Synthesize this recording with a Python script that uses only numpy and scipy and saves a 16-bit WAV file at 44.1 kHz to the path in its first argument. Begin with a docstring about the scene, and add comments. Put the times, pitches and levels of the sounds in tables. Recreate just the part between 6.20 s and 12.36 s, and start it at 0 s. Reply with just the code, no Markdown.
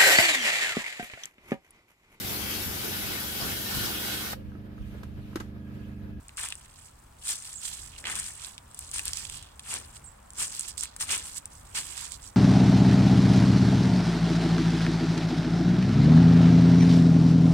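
"""Slow footsteps cross grass, dead leaves and twigs: each one thuds softly, crushes litter and brushes leaves.
Litter and rasping long grass are showers of tiny ringing breaks, driven by the swell of every step and brush.
Twigs and stalks snap as short runs of parting fibres; the soft soil is filtered noise.
A small bird whistles two short gliding calls, echoed by a faint wash.
Behind it all lie distant tyres and rumbling engines, both coloured noise, and a faint hiss."""
import sys
import numpy as np
from scipy import signal
from scipy.fft import rfft, irfft
from scipy.io import wavfile
from scipy.ndimage import uniform_filter1d, map_coordinates

SR = 44100
rng = np.random.default_rng(int(sys.argv[2]) if len(sys.argv) > 2 else 0)


def generate_wav(sig):
    """Save sig (samples, or channels by samples) to the path in sys.argv[1] as 16-bit PCM at SR."""
    pcm = np.round(np.clip(np.atleast_2d(sig).T, -1, 1) * 32767).astype(np.int16)
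    wavfile.write(sys.argv[1], SR, pcm)


N = 271656
TIME = np.arange(N) / SR

# A sole comes down; attacks and releases span 20 dB, side is left minus right:
# (full weight [s], attack [s], hold [s], leaf rustle [dB], crunch [dB], soil thud [dB], side [dB])
STEPS = [(0.176, 0.0085, .075, -41, -42.5, -67, 1), (1.1, .074, .008, -31.5, -42.5, -62, 0.5),
         (1.858, 0.01612, .055, -55, -37.5, -50, -2), (2.745, .028, .04, -38, -44.5, -63, -0.5),
         (3.535, .1, .012, -37.5, -40.5, -50, 0.5), (4.206, .045, .024, -32, -40.5, -55, -1),
         (4.927, .064, 0.004, -30, -33, -48.5, -0.5), (5.55, 0.005, .032, -34, -38, -57, -1.5)]
STEP_RELEASE_S = .06
SETTLE_DB, SETTLE_RELEASE_S = -13, .27   # the litter goes on giving way under the weight
# A moving foot brushes through the litter:
# (peak [s], attack [s], release [s], leaf rustle [dB], crunch [dB], side [dB])
BRUSHES = [(0.31, 0.13, .07, -52, -55, 0.5), (0.665, 0.53, 0.055, -58, -63, -4),
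           (1.26, 0.086, .28, -46.5, -55, -1.5), (1.44, .04, .3, -38.5, -49, -5),
           (1.782, 0.015, .07, -47, -58, -1), (1.908, .055, 0.061, -39, -44, 4),
           (1.965, 0.03, .16, -38.5, -42.5, 0.5), (2.06, 0.07, 0.11, -43, -49, 1.5),
           (2.26, 0.2, .11, -46, -50, -4.5), (2.61, 0.14, 0.42, -52, -61, -1),
           (2.875, 0.0517, .06, -40, -44, -1), (2.99, 0.11, .15, -41, -49, -6),
           (3.168, 0.12, .035, -45, -58.5, -4.5), (3.762, 0.04, 0.03, -49, -56, -5),
           (4.345, 0.062, .2, -44, -51.5, -2.5), (4.495, 0.19, 0.033, -41, -54, -6.5),
           (4.584, 0.013, .07, -39, -71, -13), (4.636, 0.022, .025, -38, -43, -2),
           (4.815, .02, .045, -30.5, -38.5, 1), (5.07, .12, 0.13, -46, -55.5, -5.5),
           (5.178, 0.037, .02, -38, -51, -6), (5.32, 0.038, .4, -56, -70, -5),
           (5.83, 0.36, .11, -41.5, -46.5, -8), (5.93, 0.03, .05, -43, -62, -17),
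           (6.06, 0.076, .07, -49, -68, -8)]
STIR_LEAVES_DB, STIR_CRUNCH_DB = -71, -70   # trodden grass springing back, a steady floor


def feet():
    """Steps and brushes add in power to a leaf level, a crunch level and a power-weighted side, all in dB."""
    gestures = [(np.ones(N), STIR_LEAVES_DB, STIR_CRUNCH_DB, 0)]
    for s, attack_s, hold_s, leaves_db, crunch_db, _, side_db in STEPS:
        landing = swell(s, attack_s, hold_s, STEP_RELEASE_S)
        settling = from_db(SETTLE_DB) ** 2 * swell(s, attack_s, hold_s, SETTLE_RELEASE_S)
        gestures.append((landing + settling, leaves_db, crunch_db, side_db))
    for s, attack_s, release_s, leaves_db, crunch_db, side_db in BRUSHES:
        gestures.append((swell(s, attack_s, 0, release_s), leaves_db, crunch_db, side_db))

    shapes, leaves_db, crunch_db, side_db = map(np.array, zip(*gestures))
    leaves, crunch = from_db(leaves_db) ** 2, from_db(crunch_db) ** 2
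    both = leaves + crunch
    side = (both * side_db) @ shapes / (both @ shapes)
    return 10 * np.log10(leaves @ shapes), 10 * np.log10(crunch @ shapes), side


# Colour of dry leaves, shared by the long grass: (frequency [Hz], level [dB])
LEAVES = [(500, -1.5), (2500, -4), (4500, -0.5), (9000, 0.5), (11000, -7), (16000, -14)]
# Colour of the litter crushed under the sole: (frequency [Hz], level [dB])
CRUNCH = [(200, 9), (600, -7), (1050, -2.5), (1750, -0.5), (3100, 1.5), (4800, -5), (12000, -21)]


def litter(leaves_db, crunch_db, side_db):
    """Leaves and grass rustle brightly, the crush under the sole is lower, and bent stalks tick sparsely."""
    leaves = crackle(leaves_db, per_s=7000, crowding=.7, spread_db=1.5, low_hz=3000, high_hz=14000,
                     cycles=7.9, patchy_db=3.0, scatter_db=-1.5, lag_spread=0.24, spectrum=LEAVES)
    crunch = crackle(crunch_db, per_s=2600, crowding=.5, spread_db=2.0, low_hz=757, high_hz=3940,
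                     cycles=8.3, patchy_db=3.0, scatter_db=-4, lag_spread=0.52, spectrum=CRUNCH)
    # ticks follow the leaves up to a ceiling
    ticks_db = np.minimum(leaves_db - 7, -53)
    ticks = crackle(ticks_db, per_s=70, crowding=0, spread_db=2.0, low_hz=2600, high_hz=11000,
                    cycles=6.5, patchy_db=2.0, scatter_db=2, lag_spread=0.3, spectrum=LEAVES)
    return (leaves + crunch + ticks) * panned(side_db)


# A shoe drags through long grass and the blades rasp:
# (peak [s], attack [s], release [s], level [dB], centre pitch [Hz])
RASPS = [(1.469, 0.067, 0.2, -45.5, 3180), (1.75, 0.065, 0.12, -51.5, 2600), (2.969, 0.12, .09, -46, 5300),
         (3.151, 0.15, .24, -48.5, 3190), (4.582, 0.012, 0.094, -42.5, 5100), (4.63, 0.026, .12, -45, 3820),
         (5.85, .14, 0.05, -44, 4100), (5.93, 0.033, 0.0482, -47, 3950)]
RASP_SIDE_DB, RASP_WIDTH = -5.5, 0.088   # width each way is a share of the pitch


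def long_grass():
    """Blades slip over the shoe in a narrow, grainy band whose pitch slides from one drag into the next."""
    powers = []
    for s, attack_s, release_s, level_db, _ in RASPS:
        powers.append(from_db(level_db) ** 2 * swell(s, attack_s, 0, release_s))
    powers = np.array(powers)
    power = powers.sum(axis=0)
    hz = np.array(RASPS)[:, -1] @ powers / power   # the louder drag sets the pitch
    blades = crackle(10 * np.log10(power + 1e-12), per_s=700, crowding=.2, spread_db=2.5,
                     low_hz=hz * (1 - RASP_WIDTH), high_hz=hz * (1 + RASP_WIDTH),
                     cycles=7.2, patchy_db=1.0, scatter_db=-3, lag_spread=0.49, spectrum=LEAVES)
    return blades * panned(RASP_SIDE_DB)[:, None]


# Twigs breaking, levels before the twig colour:
# (time [s], bright crack level [dB], woody knock level [dB], knock pitch [Hz])
SNAPS = [(0.093, -45, -27, 2840), (0.1939, -17, -22.5, 1848), (0.2868, -15.5, -26, 3000),
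         (0.3043, -21, -23, 3830), (0.3239, -33, -12.5, 2780), (1.8415, -48, -19.5, 1910),
         (1.8539, -45, -14.5, 2180), (1.8585, -44, -17, 2560), (1.87, -20, -14.5, 2790),
         (1.955, -10.5, -21, 3600), (2.2469, -26, -16, 4000), (2.38, -32, -20.5, 3430),
         (2.7829, -12, -16, 3530), (2.7937, -11, -11.5, 2400), (2.8801, -12, -15, 4430),
         (2.9333, -11.5, -9, 5460), (2.972, -12.5, -13, 5500), (3.0522, -30, -19, 3260),
         (3.098, -15.5, -19.5, 3230), (3.2261, -25.5, -39, 3170), (3.3949, -22.5, -21.5, 3355),
         (4.5787, -12, -19, 4600), (4.635, -7.5, -27, 2130), (4.6558, -22.5, -25, 2110),
         (4.764, -17.5, -28, 1666), (4.8092, -17, -15.5, 1800), (5.92, -15, -33, 4130)]
# Dry grass stalks clicking as they break, levels before the twig colour:
# (time [s], level [dB], pitch [Hz])
CLICKS = [(0.0831, -26, 7840), (0.1715, -18, 8800), (0.233, -15.5, 8530), (0.2408, -19, 8800),
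          (0.354, -23, 8850), (1.309, -33, 7950), (1.5414, -29, 8030), (1.9987, -11, 8560),
          (2.546, -21.5, 9500), (2.591, -11, 11000), (2.7143, -17, 7960), (2.855, -7, 10930),
          (3.54, -10, 8600), (4.1049, -25.5, 7570), (4.1344, -27, 9500), (4.2468, -29, 8500),
          (4.3948, -8.5, 8900), (4.4092, -12, 7380), (4.609, -11.5, 7300), (4.9062, -12, 7980),
          (4.9777, -14, 10000), (5.08, -26, 10600), (5.1812, -18.5, 7800), (5.2564, -15.5, 9100)]
# Colour of all snaps and clicks: (frequency [Hz], level [dB])
TWIG = [(1000, 3), (3000, 4.5), (9000, 2), (16000, -11)]


def twigs(side_db):
    """A twig gives a bright crack and a knock of the stick; a thin stalk only clicks."""
    s, crack_db, knock_db, knock_hz = np.transpose(SNAPS)
    crack_hz = np.full(len(s), 8400)
    cracks = snapping(s, crack_db, crack_hz, side_db, cycles=3.4, scatter_db=-2, scatter_t60=0.012)
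    knocks = snapping(s, knock_db, knock_hz, side_db, cycles=6.5, scatter_db=-9, scatter_t60=0.006)
    clicks = snapping(*np.transpose(CLICKS), side_db, cycles=5.4, scatter_db=-5.5, scatter_t60=0.0047)
    return coloured(cracks + knocks + clicks, TWIG)


# Colour of the thud: (frequency [Hz], level [dB])
SOIL = [(60, 4), (350, 11), (600, 11.5), (1000, 7.5), (1600, 2), (4000, -50)]
# How alike the two sides are, for the soil and the traffic: (frequency [Hz], likeness [-1 to 1])
TRAFFIC_LIKENESS = [(150, 1), (300, 0.28), (640, -0.62), (1200, 0.33)]
SOIL_ATTACK_S, SOIL_RELEASE_S = 0.072, 0.16


def soil():
    """The soft ground gives way under each step with a dull puff of noise."""
    weight = np.zeros(N)
    for s, _, hold_s, _, _, soil_db, _ in STEPS:
        weight += from_db(soil_db) * np.sqrt(swell(s, SOIL_ATTACK_S, hold_s, SOIL_RELEASE_S))
    return weight * rms_one(coloured(stereo_noise(TRAFFIC_LIKENESS), SOIL))


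# Thin wavering calls, levels before the wash: (start [s], top pitch [Hz], level [dB], side [dB])
BIRD_CALLS = [(1.349, 8070, -43.5, -9), (3.837, 8700, -50, -11)]
# Each call arches, drops and arches again: (time into the call [s], pitch [share of the top])
CALL_SHAPE = [(0, .8), (.008, .94), (.015, 1), (.021, .99), (.026, .84), (.031, .815), (.045, .92),
              (.056, .85)]
CALL_ATTACK_S, CALL_RELEASE_S = 0.0071, 0.13


def bird():
    """A pure whistle that swings up and down twice and lingers among the trees."""
    out = np.zeros((2, N))
    shape_s, share = np.transpose(CALL_SHAPE)
    for s, top_hz, level_db, side_db in BIRD_CALLS:
        age = TIME - s
        hz = top_hz * uniform_filter1d(np.interp(age, shape_s, share), size=128)
        # smoothed gate: no clicks at the ends
        voiced = uniform_filter1d(1. * (age > 0) * (age < shape_s[-1]), size=128)
        effort = np.sqrt(swell(s + CALL_ATTACK_S, CALL_ATTACK_S, 0, CALL_RELEASE_S))
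        whistle = np.sin(2 * np.pi * np.cumsum(hz) / SR)
        out += panned(side_db)[:, None] * voiced * effort * from_db(level_db) * whistle
    return outdoors(out, wet_db=-4, t60=0.22)


# The road over time: (time [s], tyre level [dB], rumble level before its random sway [dB])
ROAD = [(0, -59.5, -54.5), (0.8, -61, -56), (1.6, -58.5, -53.5), (6.16, -56, -54)]
# Colour of far tyres: (frequency [Hz], level [dB])
TRAFFIC = [(120, -25), (200, 0.5), (340, -11.5), (600, -4), (1000, -2.5), (1500, -8), (2500, -18),
           (4500, -31)]
# Colour of far engines, before the drone is added: (frequency [Hz], level [dB])
RUMBLE = [(15, -15), (50, 2.5), (80, 0.5), (135, -8.5), (200, -21.5), (300, -18), (600, -36.5)]
# How alike the rumble is on both sides: (frequency [Hz], likeness [-1 to 1])
RUMBLE_LIKENESS = [(140, 1), (300, .64)]
SWAY_DB, SWAYS_PER_S = 2.5, 7   # the rumble swells and sinks at random


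def background():
    """Far tyres and engines are coloured noise, with a resonant drone, over a faint even hiss."""
    tyres_db, rumble_db = in_time(ROAD)
    sway = map_coordinates(rng.standard_normal(size=128), [TIME * SWAYS_PER_S], order=1)
    tyres = from_db(tyres_db) * rms_one(coloured(stereo_noise(TRAFFIC_LIKENESS), TRAFFIC))
    rumble = coloured(stereo_noise(RUMBLE_LIKENESS), RUMBLE)
    droning = bell(rumble, hz=148.0, q=13.6, gain_db=8.3)
    engines = from_db(rumble_db + SWAY_DB * sway) * rms_one(droning)
    hiss_colour = [(3100, 0), (8000, -1), (11000, -22)]
    hiss = from_db(-70.5) * rms_one(coloured(rng.standard_normal((2, N)), hiss_colour))
    return tyres + engines + hiss


def crackle(level_db, per_s, crowding, spread_db, low_hz, high_hz, cycles, patchy_db, scatter_db,
            lag_spread, spectrum):
    """A shower of tiny breaks of uneven size; with crowding, more pressure breaks more of them each second."""
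    rate = np.minimum(per_s * from_db(crowding * (level_db - level_db.max())), SR / 4)
    born = np.flatnonzero(rng.random(N) < rate / SR)
    s, pitch = born / SR, rng.random(N)
    size, side = rng.standard_normal((2, N))[:, born]
    # one leaf after another gives way, each favouring pitches of its own
    favour = map_coordinates(rng.standard_normal((256, 12)), [s * 35, pitch[born] * 11], order=1)
    # one break sets off its neighbours: strong and weak runs of a few milliseconds
    run = np.minimum(rng.standard_normal(N // 128 + 1), 2)[born // 128]
    strength_db = spread_db * np.minimum(size, 2) + patchy_db * favour + 2.2 * run
    # crowded breaks are each weaker, so the level alone sets the loudness
    gains = from_db(strength_db) / np.sqrt(rate[born]) * panned(3 * side)
    hz = (low_hz + (high_hz - low_hz) * pitch)[born]
    grains = fractures(s, gains, hz, cycles, scatter_db, 0.075, lag_spread, size=160)
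    return from_db(level_db) * rms_one(coloured(grains, spectrum))


FIBRE_GAP_S, FIBRE_LOSS_DB = .0008, 7   # mean spacing before jitter; loss from one fibre to the next


def snapping(s, level_db, hz, side_db, cycles, scatter_db, scatter_t60, count=3):
    """Each break is a quick run of parting fibres, each weaker than the last, on the side of the moving foot."""
    fibre = np.arange(count)
    delay, stiffness = rng.uniform(-1.2, 1, (len(s), 2, count)).transpose(1, 0, 2)
    times = (s[:, None] + FIBRE_GAP_S * fibre * (1 + .5 * delay)).ravel()
    pitches = (hz[:, None] * (1 + 0.016 * stiffness)).ravel()
    shares = from_db(-FIBRE_LOSS_DB * fibre)
    shares = shares / np.linalg.norm(shares)
    gains = np.outer(from_db(level_db), shares).ravel() * panned(np.interp(times, TIME, side_db))
    return fractures(times, gains, pitches, cycles, scatter_db, scatter_t60, lag_spread=0.11, size=512)


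PORT_LAG_S = .00012   # mean lag of the right side


def fractures(s, gains, hz, cycles, scatter_db, scatter_t60, lag_spread, size):
    """Each break rings a few cycles, mostly later on the right, and is scattered by the litter around it."""
    t = np.arange(size) / SR
    lag = PORT_LAG_S * (1 + lag_spread * rng.standard_normal(len(s)))
    arrival = np.maximum([-lag, lag], 0)[..., None]
    age = np.maximum(t - arrival, 0) * hz[:, None]   # in cycles
    ring = np.sin(2 * np.pi * age) * from_db(-60 * age / cycles)
    ring = unit_energy(np.diff(ring, prepend=0))
    # echoes start just after the direct ring
    echoes = rng.standard_normal(ring.shape) * from_db(-60 * t / scatter_t60) * (t > .0003)
    scatter = unit_energy(signal.fftconvolve(ring, echoes, axes=-1)[..., :size])
    waves = unit_energy(ring + from_db(scatter_db) * scatter) * gains[..., None]
    # add every wave at its own place in time
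    at = (s * SR).astype(int)[:, None] + np.arange(size)
    return np.array([np.bincount(at.ravel(), w.ravel(), N + size)[:N] for w in waves])


FLANK_CURVE = 1.35   # above 1, a gesture has a round top and steep skirts


def swell(peak_s, attack_s, hold_s, release_s):
    """Power of one gesture: it rises 20 dB in the attack, holds, and falls 20 dB in the release."""
    early = np.maximum(peak_s - TIME, 0) / attack_s
    late = np.maximum(TIME - peak_s - hold_s, 0) / release_s
    return from_db(-20 * np.minimum(early + late, 10) ** FLANK_CURVE) ** 2


def outdoors(x, wet_db, t60, size=8192):
    """Ground, trunks and branches send back a faint, short wash of decaying noise."""
    tail = rng.standard_normal((2, size)) * from_db(-60 * np.arange(size) / SR / t60)
    tail /= np.sqrt(np.sum(tail ** 2, axis=1, keepdims=True))
    return x + from_db(wet_db) * signal.oaconvolve(x, tail, axes=1)[:, :N]


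def stereo_noise(likeness):
    """White noise whose two sides are alike by the given share at each frequency."""
    alike = np.clip(at_hz(likeness, np.arange(N // 2 + 1) * SR / N), -1, 1)
    mid, side = rfft(rng.standard_normal((2, N)))
    return irfft(np.sqrt(1 + alike) * mid + np.sqrt(1 - alike) * side * [[1], [-1]], N)


def coloured(x, spectrum, size=8192):
    """Causal (minimum-phase) filter with the given spectrum."""
    hz = np.arange(size // 2 + 1) * SR / size
    cepstrum = irfft(np.log(from_db(at_hz(spectrum, hz))))
    # fold the cepstrum onto positive time
    cepstrum[1:size // 2] *= 2
    cepstrum[size // 2 + 1:] = 0
    impulse = irfft(np.exp(rfft(cepstrum)))
    return signal.oaconvolve(x, impulse[None], axes=1)[:, :N]


def bell(x, hz, q, gain_db):
    """One resonance, or a notch if the gain is negative."""
    w, g = 2 * np.pi * hz / SR, from_db(gain_db / 2)
    a = np.sin(w) / (2 * q)
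    zeros = [1 + a * g, -2 * np.cos(w), 1 - a * g]
    poles = [1 + a / g, -2 * np.cos(w), 1 - a / g]
    return signal.lfilter(zeros, poles, x)


def panned(side_db):
    """Left and right gains of constant power, from left minus right in dB."""
    gains = from_db(np.array([side_db, -side_db]) / 2)
    return gains / np.sqrt(np.mean(gains ** 2, axis=0))


def in_time(rows):
    """Each column of a curve at every sample."""
    s, *columns = np.transpose(rows)
    return [np.interp(TIME, s, c) for c in columns]


def at_hz(points, hz):
    """Read a spectrum on a log-frequency axis."""
    f, value = np.transpose(points)
    return np.interp(np.log(hz + 1), np.log(f), value)


def from_db(db):
    """Decibels to gain."""
    return 10 ** (np.asarray(db) / 20)


def rms_one(x):
    """Scale to rms 1."""
    return x / np.sqrt(np.mean(x ** 2) + 1e-20)


def unit_energy(x):
    """Scale each wave to energy 1."""
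    return x / np.sqrt(np.sum(x ** 2, axis=-1, keepdims=True) + 1e-20)


def scene():
    """Steps close by, bird and road farther off."""
    leaves_db, crunch_db, side_db = feet()
    ground = litter(leaves_db, crunch_db, side_db) + long_grass() + twigs(side_db)
    return outdoors(ground, wet_db=-11, t60=0.055) + soil() + bird() + background()


# Microphone port resonances, a list for the left and one for the right:
# (frequency [Hz], sharpness [Q], gain [dB])
PORTS = [
    [(8740, 4.33, 10)],
    [(7780, 4.63, 8.5)],
]
CUTOFF_HZ = 16000


def record(dry):
    """Each microphone port rings in the treble; a steep low-pass cuts the top."""
    sides = []
    for x, port in zip(dry, PORTS):
        for hz, q, gain_db in port:
            x = bell(x, hz, q, gain_db)
        sides.append(x)
    low_pass = signal.ellip(10, .1, 70, CUTOFF_HZ, fs=SR, output="sos")
    return signal.sosfilt(low_pass, sides)


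dry = scene()
out = record(dry)
generate_wav(out)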